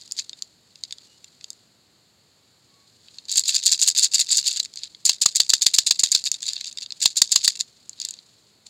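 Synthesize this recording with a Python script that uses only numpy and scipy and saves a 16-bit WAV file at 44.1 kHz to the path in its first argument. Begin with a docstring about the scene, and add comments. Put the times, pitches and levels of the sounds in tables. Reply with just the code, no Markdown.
"""Sugar-shelled beans hit the wall of a small round plastic tub, held close to a microphone indoors.
The tub is turned so that single beans drop, shaken loosely, then jerked so that the whole heap slams.
Each bean contact is a noise burst plus decaying tub modes; strokes and slams are clusters of contacts,
slams with a thud and a knock. Filtered noise makes finger rub and room air; wavering two-partial tones
make a finger squeak and a faint tone, perhaps a distant horn. The microphone overloads on the hardest blows."""
import sys
import numpy as np
from scipy import signal
from scipy.fft import rfft, irfft, next_fast_len
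from scipy.io import wavfile
from scipy.ndimage import uniform_filter1d

SR = 44100
rng = np.random.default_rng(int(sys.argv[2]) if len(sys.argv) > 2 else 0)


def bounce(signal):
    """Save signal as a 16-bit WAV file at the path given by the first command-line argument."""
    frames = np.transpose(np.atleast_2d(signal))
    limited = np.clip(frames, -1, 1)
    pcm = np.round(limited * 32767).astype(np.int16)
    wavfile.write(sys.argv[1], SR, pcm)


N = 383229

# sharp jerks: landing t/s, flight/s, lift rise/s, lift tumble rms/dB, landing rms/dB,
# palm thud gain/dB, wall knock gain/dB, knock f/Hz
JERKS = [(5.0937, 0.04, .003, -20.5, -9, -63, -28.5, 1000),
         (5.2597, .044, 0.0031, -22, -7, -41, -12.5, 1210),
         (5.4016, 0.045, .009, -22, -8, -40.5, -23, 1210),
         (5.5353, 0.04, 0.0068, -22.5, -8, -59, -15, 1670),
         (5.6645, 0.045, 0.0089, -22.5, -7.5, -44, -29, 1450),
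         (5.785, 0.043, 0.0068, -21.5, -7, -50, -33, 1300), (5.909, 0.041, .006, -22, -9, -56, -27, 1090),
         (6.035, 0.041, 0.0063, -23, -10, -38, -26, 1130),
         (6.149, 0.03, 0.0077, -22, -10.5, -58, -40, 1300),
         (7.0567, .028, .028, -25.5, -7.5, -31.5, -32, 980),
         (7.2176, .045, 0.015, -24, -5.5, -33.5, -18.5, 1225),
         (7.3592, 0.038, .018, -22.5, -6.5, -38, -18, 1140),
         (7.478, .029, .02, -23, -8.5, -45.5, -29, 1150)]
# loose shaking, one row per to and fro: far wall t/s, throw rms/dB, delay to near wall/s, return rms/dB
SHAKES = [(3.321, -30, 0.061, -21.5), (3.49, -23, 0.07, -23.5), (3.67, -20, 0.056, -21),
          (3.827, -21, 0.059, -21), (3.988, -21.5, 0.052, -20), (4.152, -21.5, .053, -22.5),
          (4.323, -22, 0.055, -22), (4.478, -24.5, 0.04, -31.5)]
# heap slides in the tilted tub: loudest t/s, rise/s, fall/s, rms/dB
SLIDES = [(0.184, .014, 0.038, -29.5), (4.572, 0.028, 0.015, -28), (4.772, .012, .04, -37.5),
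          (4.835, .02, 0.044, -40), (6.266, 0.021, 0.025, -24), (6.342, .02, 0.031, -33),
          (6.429, 0.013, .025, -31.5), (6.488, .045, .03, -27), (6.55, .05, .13, -42),
          (6.672, 0.012, 0.029, -34), (6.823, 0.018, 0.025, -34), (7.603, .012, 0.02, -29),
          (8.009, 0.036, .19, -43)]
# lone beans drop on the wall: t/s, peak/dB, brightness/(dB/octave)
CLICKS = [(0.058, -36, -2), (0.1122, -18.5, 4), (0.1211, -11, 12), (0.1955, -10, -8.5), (0.2947, -18, -6),
          (0.331, -24, -18), (0.4222, -11.5, -2), (0.757, -28.5, -6), (0.8369, -11.5, -0.5),
          (0.851, -28, -15), (0.9087, -23.5, -16), (0.9248, -15, -9), (0.984, -27.5, -7),
          (1.2438, -25.5, -5), (1.4108, -30.5, -20), (1.4425, -22, -6), (1.504, -15.5, 10),
          (1.5308, -32, 3), (3.0843, -31, -28), (3.185, -24, -17), (3.254, -29, 2), (4.6009, -5.5, -5),
          (4.65, -19, 2), (4.7384, -24.5, -6), (4.7582, -19.5, 3), (4.8343, -12.5, -8), (4.948, -27, -24),
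          (6.24, -11, 7), (6.316, -3, 7), (6.5337, -10, 0), (6.565, -14, -18), (6.611, -16.5, -9),
          (6.6447, -15.5, -7.5), (6.7735, -16.5, -6), (6.7852, -17.5, -14), (6.861, -22, -18),
          (6.9056, -19.5, -10), (6.9223, -14, -5), (7.5928, -20, -6), (7.6088, -4.5, -3),
          (7.8944, -17, 1.5), (7.9312, -30.5, -4), (8.0005, -16.5, -5), (8.0167, -14, 3),
          (8.0504, -7.5, 4.5), (8.0871, -15.5, -2), (8.1085, -15, 6.5), (8.1391, -23.5, -7.5),
          (8.189, -28.5, -23)]
# loose beans tick: start t/s, end t/s, rate/(contacts/s), typical peak/dB
STRAYS = [(0, 0.25, 60, -36.5), (3.283, 4.659, 140, -24.5), (5.045, 6.306, 30, -34), (6.332, 6.73, 70, -30),
          (6.993, 7.604, 69, -27.5)]
# modes of tub and lid: mean f/Hz, t60/s, relative level/dB
TUB_MODES = [(1687, 0.019, 3.5), (2060, 0.022, -1), (2300, 0.0087, 4.5), (2696, 0.017, 7.5),
             (3258, 0.015, 6.5), (3635, 0.022, 9), (3785, 0.017, 7), (4068, 0.013, 7), (4612, 0.0064, 6),
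             (4597, 0.0069, 3), (4970, 0.0096, 4.5), (5620, 0.0053, -4), (6643, 0.0052, 3.5),
             (6937, 0.0081, 1), (7316, 0.013, -1), (7657, 0.0028, 0), (8920, 0.011, -13), (9330, 0.011, -3)]
# broad colour of a contact: f/Hz, relative level/dB
CONTACT_COLOUR = [(200, -50.5), (1000, -32), (1500, -28), (2200, -20.5), (3150, -16), (3800, -8.5),
                  (4560, 5.5), (5700, -3.5), (6980, 6.5), (8100, -1.5), (9500, -13), (12000, -19.5),
                  (15300, -29)]
# finger rub on plastic: t/s, level before grain/dB
RUB = [(0, -56.5), (.4, -56.5), (.62, -71), (.85, -58), (1.2, -61.5), (1.6, -63), (1.95, -96.5),
       (2.45, -74), (2.8, -64), (3.2, -57.5), (5, -58.5), (7.7, -59), (8.3, -61), (8.65, -71),
       (8.668, -42.5), (8.69, -55)]
# colour of the rub: f/Hz, relative level/dB
SKIN_COLOUR = [(1000, -31), (3000, -17.5), (4450, -2.5), (5750, -17.5), (7050, -7.5), (9000, -22),
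               (15000, -41.5)]
# faint tones, a finger squeak on plastic, then a lower tone, perhaps a distant horn:
# start t/s, length/s, mean f/Hz, rms/dB
FAINT_TONES = [(1.046, 0.16, 2900, -68), (2.645, 0.28, 1117, -72.5)]
# colour of the room air: f/Hz, relative level/dB
AIR_COLOUR = [(28, -27), (60, -6.5), (110, 0), (210, -3.5), (400, -7.5), (1000, -14), (2400, -16),
              (3400, -13.5), (4400, -4), (5800, -22.5), (7100, -10.5), (9000, -24.5), (12000, -25.5),
              (15400, -32)]

AIR_RMS_DB = -60.5
RING_SAMPLES = 1024  # length of one contact
TOP_HZ = 15700
# the throw is brisk, the return lazier
THROW_RISE_S, THROW_FALL_S, RETURN_RISE_S, RETURN_FALL_S = 0.039, 0.028, 0.046, 0.04
LIFT_FALL_S = 0.034  # the lift clatter dies away in flight
# the harder the heap lands, the less is left to settle
TYPICAL_LANDING_DB, SETTLE_DB, SETTLE_DB_PER_DB = -8, -28.5, -1.5


def undb(db):
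    """Decibels to gain."""
    return 10 ** (np.asarray(db) / 20)


def unit(x):
    """Scale to rms 1."""
    return x / np.sqrt(np.mean(x ** 2))


def add(out, start_s, x):
    """Mix x into out from start_s on."""
    i = max(int(start_s * SR), 0)
    out[i:i + len(x)] += x[:max(len(out) - i, 0)]


def spectrum_db(points, size):
    """Interpolate an (f/Hz, level/dB) outline onto FFT bins, on a log frequency axis."""
    hz, db = np.transpose(points)
    bins_hz = np.fft.rfftfreq(size, 1 / SR)
    return np.interp(np.log(bins_hz + 1), np.log(hz), db)


def noise(points):
    """Steady noise of the given colour, rms 1."""
    size = next_fast_len(N)
    white = rfft(rng.standard_normal(size))
    return unit(irfft(white * undb(spectrum_db(points, size)), size)[:N])


def causal(db):
    """Minimum-phase responses with these gains, by cepstral folding: no sound before the blow."""
    half = RING_SAMPLES // 2
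    cepstrum = irfft(np.log(undb(db)))
    cepstrum[..., 1:half] *= 2
    cepstrum[..., half + 1:] = 0
    return np.exp(rfft(cepstrum))


def contacts(bright, ring_db=-14, tick_db=10, detune=0.033):
    """One bean contact per brightness, peak 1: tick, noisy shell crack and decaying tub modes."""
    count = len(bright)
    t = np.arange(RING_SAMPLES) / SR
    # square hits end at once, glancing ones scrape longer
    crack_s = rng.uniform(0.0004, 0.0016, (count, 1))
    wave = rng.standard_normal((count, RING_SAMPLES)) * np.exp(-t / crack_s)
    wave[:, 0] += undb(tick_db)
    # each spot favours other modes; resting beans shift their pitch
    for hz, t60_s, db in TUB_MODES:
        share, shift = rng.standard_normal((2, count, 1))
        phase = (2 * np.pi * hz * (1 + detune * shift) * t).astype(np.float32)
        decay = np.exp(-np.log(1000) * t / t60_s)
        wave += share * undb(ring_db + db) * decay * np.sin(phase)
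    # shell on shell is bright, shell on plastic duller
    bins_hz = np.fft.rfftfreq(RING_SAMPLES, 1 / SR)
    octaves = np.log2(np.clip(bins_hz, 3800, 8000) / 5500)
    colour_db = spectrum_db(CONTACT_COLOUR, RING_SAMPLES) + np.outer(bright, octaves)
    wave = irfft(rfft(wave) * causal(colour_db))
    return wave / np.abs(wave).max(axis=1, keepdims=True)


def cluster(delays_s, sizes, bright, length_s):
    """Sum many contacts; total energy equals rms 1 over length_s."""
    out = np.zeros(int(delays_s.max() * SR) + RING_SAMPLES + 1)
    for delay_s, size, wave in zip(delays_s, sizes, contacts(bright)):
        add(out, delay_s, size * wave)
    return out / np.sqrt(np.sum(out ** 2) / (length_s * SR))


def tumble(rise_s, fall_s, db, per_s=520, bright_mean=1, force_bright=0.77, scatter_db=8):
    """Contacts swell to a loudest moment and die away; harder tumbles are brighter."""
    first_db, last_db = -16, -20
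    length_s = rise_s + fall_s
    count = int(per_s * length_s) + 4
    delays_s = length_s * (np.arange(count) + rng.random(count)) / count
    swell_db = np.interp(delays_s, [0, rise_s, length_s], [first_db, 0, last_db])
    sizes = undb(swell_db + scatter_db * np.clip(rng.standard_normal(count), -2, 1.3))
    bright = bright_mean + force_bright * (db + 20) + 4.5 * rng.standard_normal(count)
    return undb(db) * cluster(delays_s, sizes, bright, length_s)


def stroke(rise_s, fall_s, db, hard_db=17, hard_bright=12, spread=0.31, count=3):
    """A driven tumble: near its loudest moment a few beans strike the wall squarely and stand out."""
    out = np.pad(tumble(rise_s, fall_s, db), (0, RING_SAMPLES))
    place = (np.arange(count) + rng.random(count)) / count
    times_s = rise_s + spread * (place * (rise_s + fall_s) - rise_s)
    hits = contacts(hard_bright + 5 * rng.standard_normal(count))
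    for hit_s, hit in zip(times_s, hits):
        add(out, hit_s, undb(db + hard_db + rng.standard_normal()) * hit)
    return out


def heap_landing(landing_s=0.0085, fall_s=0.0042, bright=-2):
    """The heap hits the wall: dense contacts of falling size within milliseconds, rms 1."""
    delays_s = landing_s * np.linspace(0, 1, 22) ** 1.4 + rng.uniform(0, 0.0003, size=22)
    sizes = np.exp(-delays_s / fall_s)
    return cluster(delays_s, sizes, np.full(len(delays_s), bright), landing_s)


def thud_and_knock(thud_db, knock_db, knock_hz, thud_s=0.00092, knock_s=0.0018):
    """The tub pushes into the palm and springs back; its wall gives a dead, damped-sine knock."""
    t = np.arange(RING_SAMPLES) / SR
    thud = t / thud_s * (2 - t / thud_s) * np.exp(1 - t / thud_s)
    knock = np.sin(2 * np.pi * knock_hz * t) * np.exp(-t / knock_s)
    return undb(thud_db) * thud + undb(knock_db) * knock


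def settling(settle_s=0.071, fall_s=0.023, bright=-3):
    """Beans jostle to rest: scattered contacts of decaying size, rms 1 over half of settle_s."""
    delays_s = rng.uniform(0, settle_s, size=30)
    sizes = np.exp(-delays_s / fall_s) * undb(4 * rng.standard_normal(len(delays_s)))
    return cluster(delays_s, sizes, np.full(len(delays_s), bright), settle_s / 2)


def slams(landing_s=0.0085, lead_s=0.0042, lead_db=-22):
    """A jerk lifts the heap; it flies, slams on the wall, thuds in the palm and settles."""
    out = np.zeros(N)
    for land_s, flight_s, rise_s, lift_db, db, thud_db, knock_db, knock_hz in JERKS:
        add(out, land_s - flight_s - rise_s, stroke(rise_s, LIFT_FALL_S, lift_db))
        # a few beans arrive ahead of the heap
        early = cluster(rng.uniform(0, lead_s, size=3), np.ones(3), np.zeros(3), lead_s)
        add(out, land_s - lead_s, undb(lead_db) * early)
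        add(out, land_s, undb(db) * heap_landing(landing_s))
        add(out, land_s, thud_and_knock(thud_db, knock_db, knock_hz))
        settle_db = SETTLE_DB + SETTLE_DB_PER_DB * (db - TYPICAL_LANDING_DB)
        add(out, land_s + landing_s, undb(settle_db) * settling())
    return out


def shaking():
    """Each shake throws the beans at the far wall and brings them back: two strokes."""
    out = np.zeros(N)
    for far_s, throw_db, back_s, return_db in SHAKES:
        add(out, far_s - THROW_RISE_S, stroke(THROW_RISE_S, THROW_FALL_S, throw_db))
        add(out, far_s + back_s - RETURN_RISE_S, stroke(RETURN_RISE_S, RETURN_FALL_S, return_db))
    return out


def sliding():
    """The heap slips across the tilted tub: sparser tumbles without square hits."""
    out = np.zeros(N)
    for peak_s, rise_s, fall_s, db in SLIDES:
        slide = tumble(rise_s, fall_s, db, per_s=400, bright_mean=1.5, force_bright=0.61, scatter_db=7.5)
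        add(out, peak_s - rise_s, slide)
    return out


def single_beans(rebound_db=-26, rebound_s=0.0069):
    """Lone hits, each with a soft rebound after 0.5 to 1.5 times rebound_s."""
    out = np.zeros(N)
    starts_s, peaks_db, bright = np.transpose(CLICKS)
    waits_s = rebound_s * (0.5 + rng.random(len(starts_s)))
    hits, rebounds = contacts(bright), contacts(bright)
    for start_s, gain, wait_s, hit, rebound in zip(starts_s, undb(peaks_db), waits_s, hits, rebounds):
        add(out, start_s, gain * hit)
        add(out, start_s + wait_s, gain * undb(rebound_db) * rebound)
    return out


def stray_beans(scatter_db=4, bright_mean=-3):
    """Soft contacts at random moments while the tub moves."""
    out = np.zeros(N)
    for start_s, end_s, per_s, db in STRAYS:
        count = int(per_s * (end_s - start_s)) + 1
        size, tilt = rng.standard_normal((count, 2)).T
        hits = contacts(bright_mean + 4 * tilt)
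        times_s = rng.uniform(start_s, end_s, count)
        for hit_s, gain, hit in zip(times_s, undb(db + scatter_db * size), hits):
            add(out, hit_s, gain * hit)
    return out


def finger_rub(grain, grain_db=4.0):
    """Skin slides on the tub: coloured noise with grainy level."""
    t = np.arange(N) / SR
    rub_db = np.interp(t, *np.transpose(RUB))
    return noise(SKIN_COLOUR) * undb(rub_db + grain_db * grain)


def faint_tones(grain, waver=0.0135, overtone_db=-8):
    """Two-partial tones of wavering pitch: a finger squeak, then a tone, perhaps a distant horn."""
    out = np.zeros(N)
    for start_s, length_s, hz, db in FAINT_TONES:
        count = int(length_s * SR)
        pitch_hz = hz * (1 + waver * grain[:count])
        phase = 2 * np.pi * np.cumsum(pitch_hz) / SR
        tone = np.sin(phase) + undb(overtone_db) * np.sin(2 * phase)
        add(out, start_s, undb(db) * unit(np.hanning(count) * tone))
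    return out


def decaying_noise(t, t60_s):
    """Reflections as exponentially decaying noise after a 3 ms gap, energy 1."""
    tail = rng.standard_normal(len(t)) * np.exp(-np.log(1000) * t / t60_s) * (t > 0.003)
    return tail / np.linalg.norm(tail)


def room(x, early_db=-19, early_t60_s=0.08, late_db=-29, late_t60_s=0.29):
    """Quick reflections from hands and table, then a faint band-passed tail from the walls."""
    t = np.arange(SR // 2) / SR
    band = signal.butter(2, [3300, 7800], "band", fs=SR, output="sos")
    early = decaying_noise(t, early_t60_s)
    late = signal.sosfilt(band, decaying_noise(t, late_t60_s))
    response = undb(early_db) * early + undb(late_db) * late
    return x + signal.fftconvolve(x, response)[:N]


def room_air():
    """Steady coloured background noise."""
    return undb(AIR_RMS_DB) * noise(AIR_COLOUR)


def scene():
    """Beans with room reflections, plus finger rub, faint tones and room air; one channel."""
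    beans = room(slams() + shaking() + sliding() + single_beans() + stray_beans())
    # smoothed noise, rms 1: roughens the rub level and the tone pitch
    grain = unit(uniform_filter1d(rng.standard_normal(N), size=400))
    return (beans + finger_rub(grain) + faint_tones(grain) + room_air())[None]


def record(dry):
    """The microphone saturates smoothly on the hardest blows; then bass and top are cut."""
    ceiling = 0.76
    clipped = dry / (1 + (dry / ceiling) ** 8) ** (1 / 8)
    bass_cut = signal.butter(2, 70, "high", fs=SR, output="sos")
    top_cut = signal.ellip(8, 0.2, 80, TOP_HZ, fs=SR, output="sos")
    return signal.sosfilt(top_cut, signal.sosfilt(bass_cut, clipped))


dry = scene()
out = record(dry)
bounce(out)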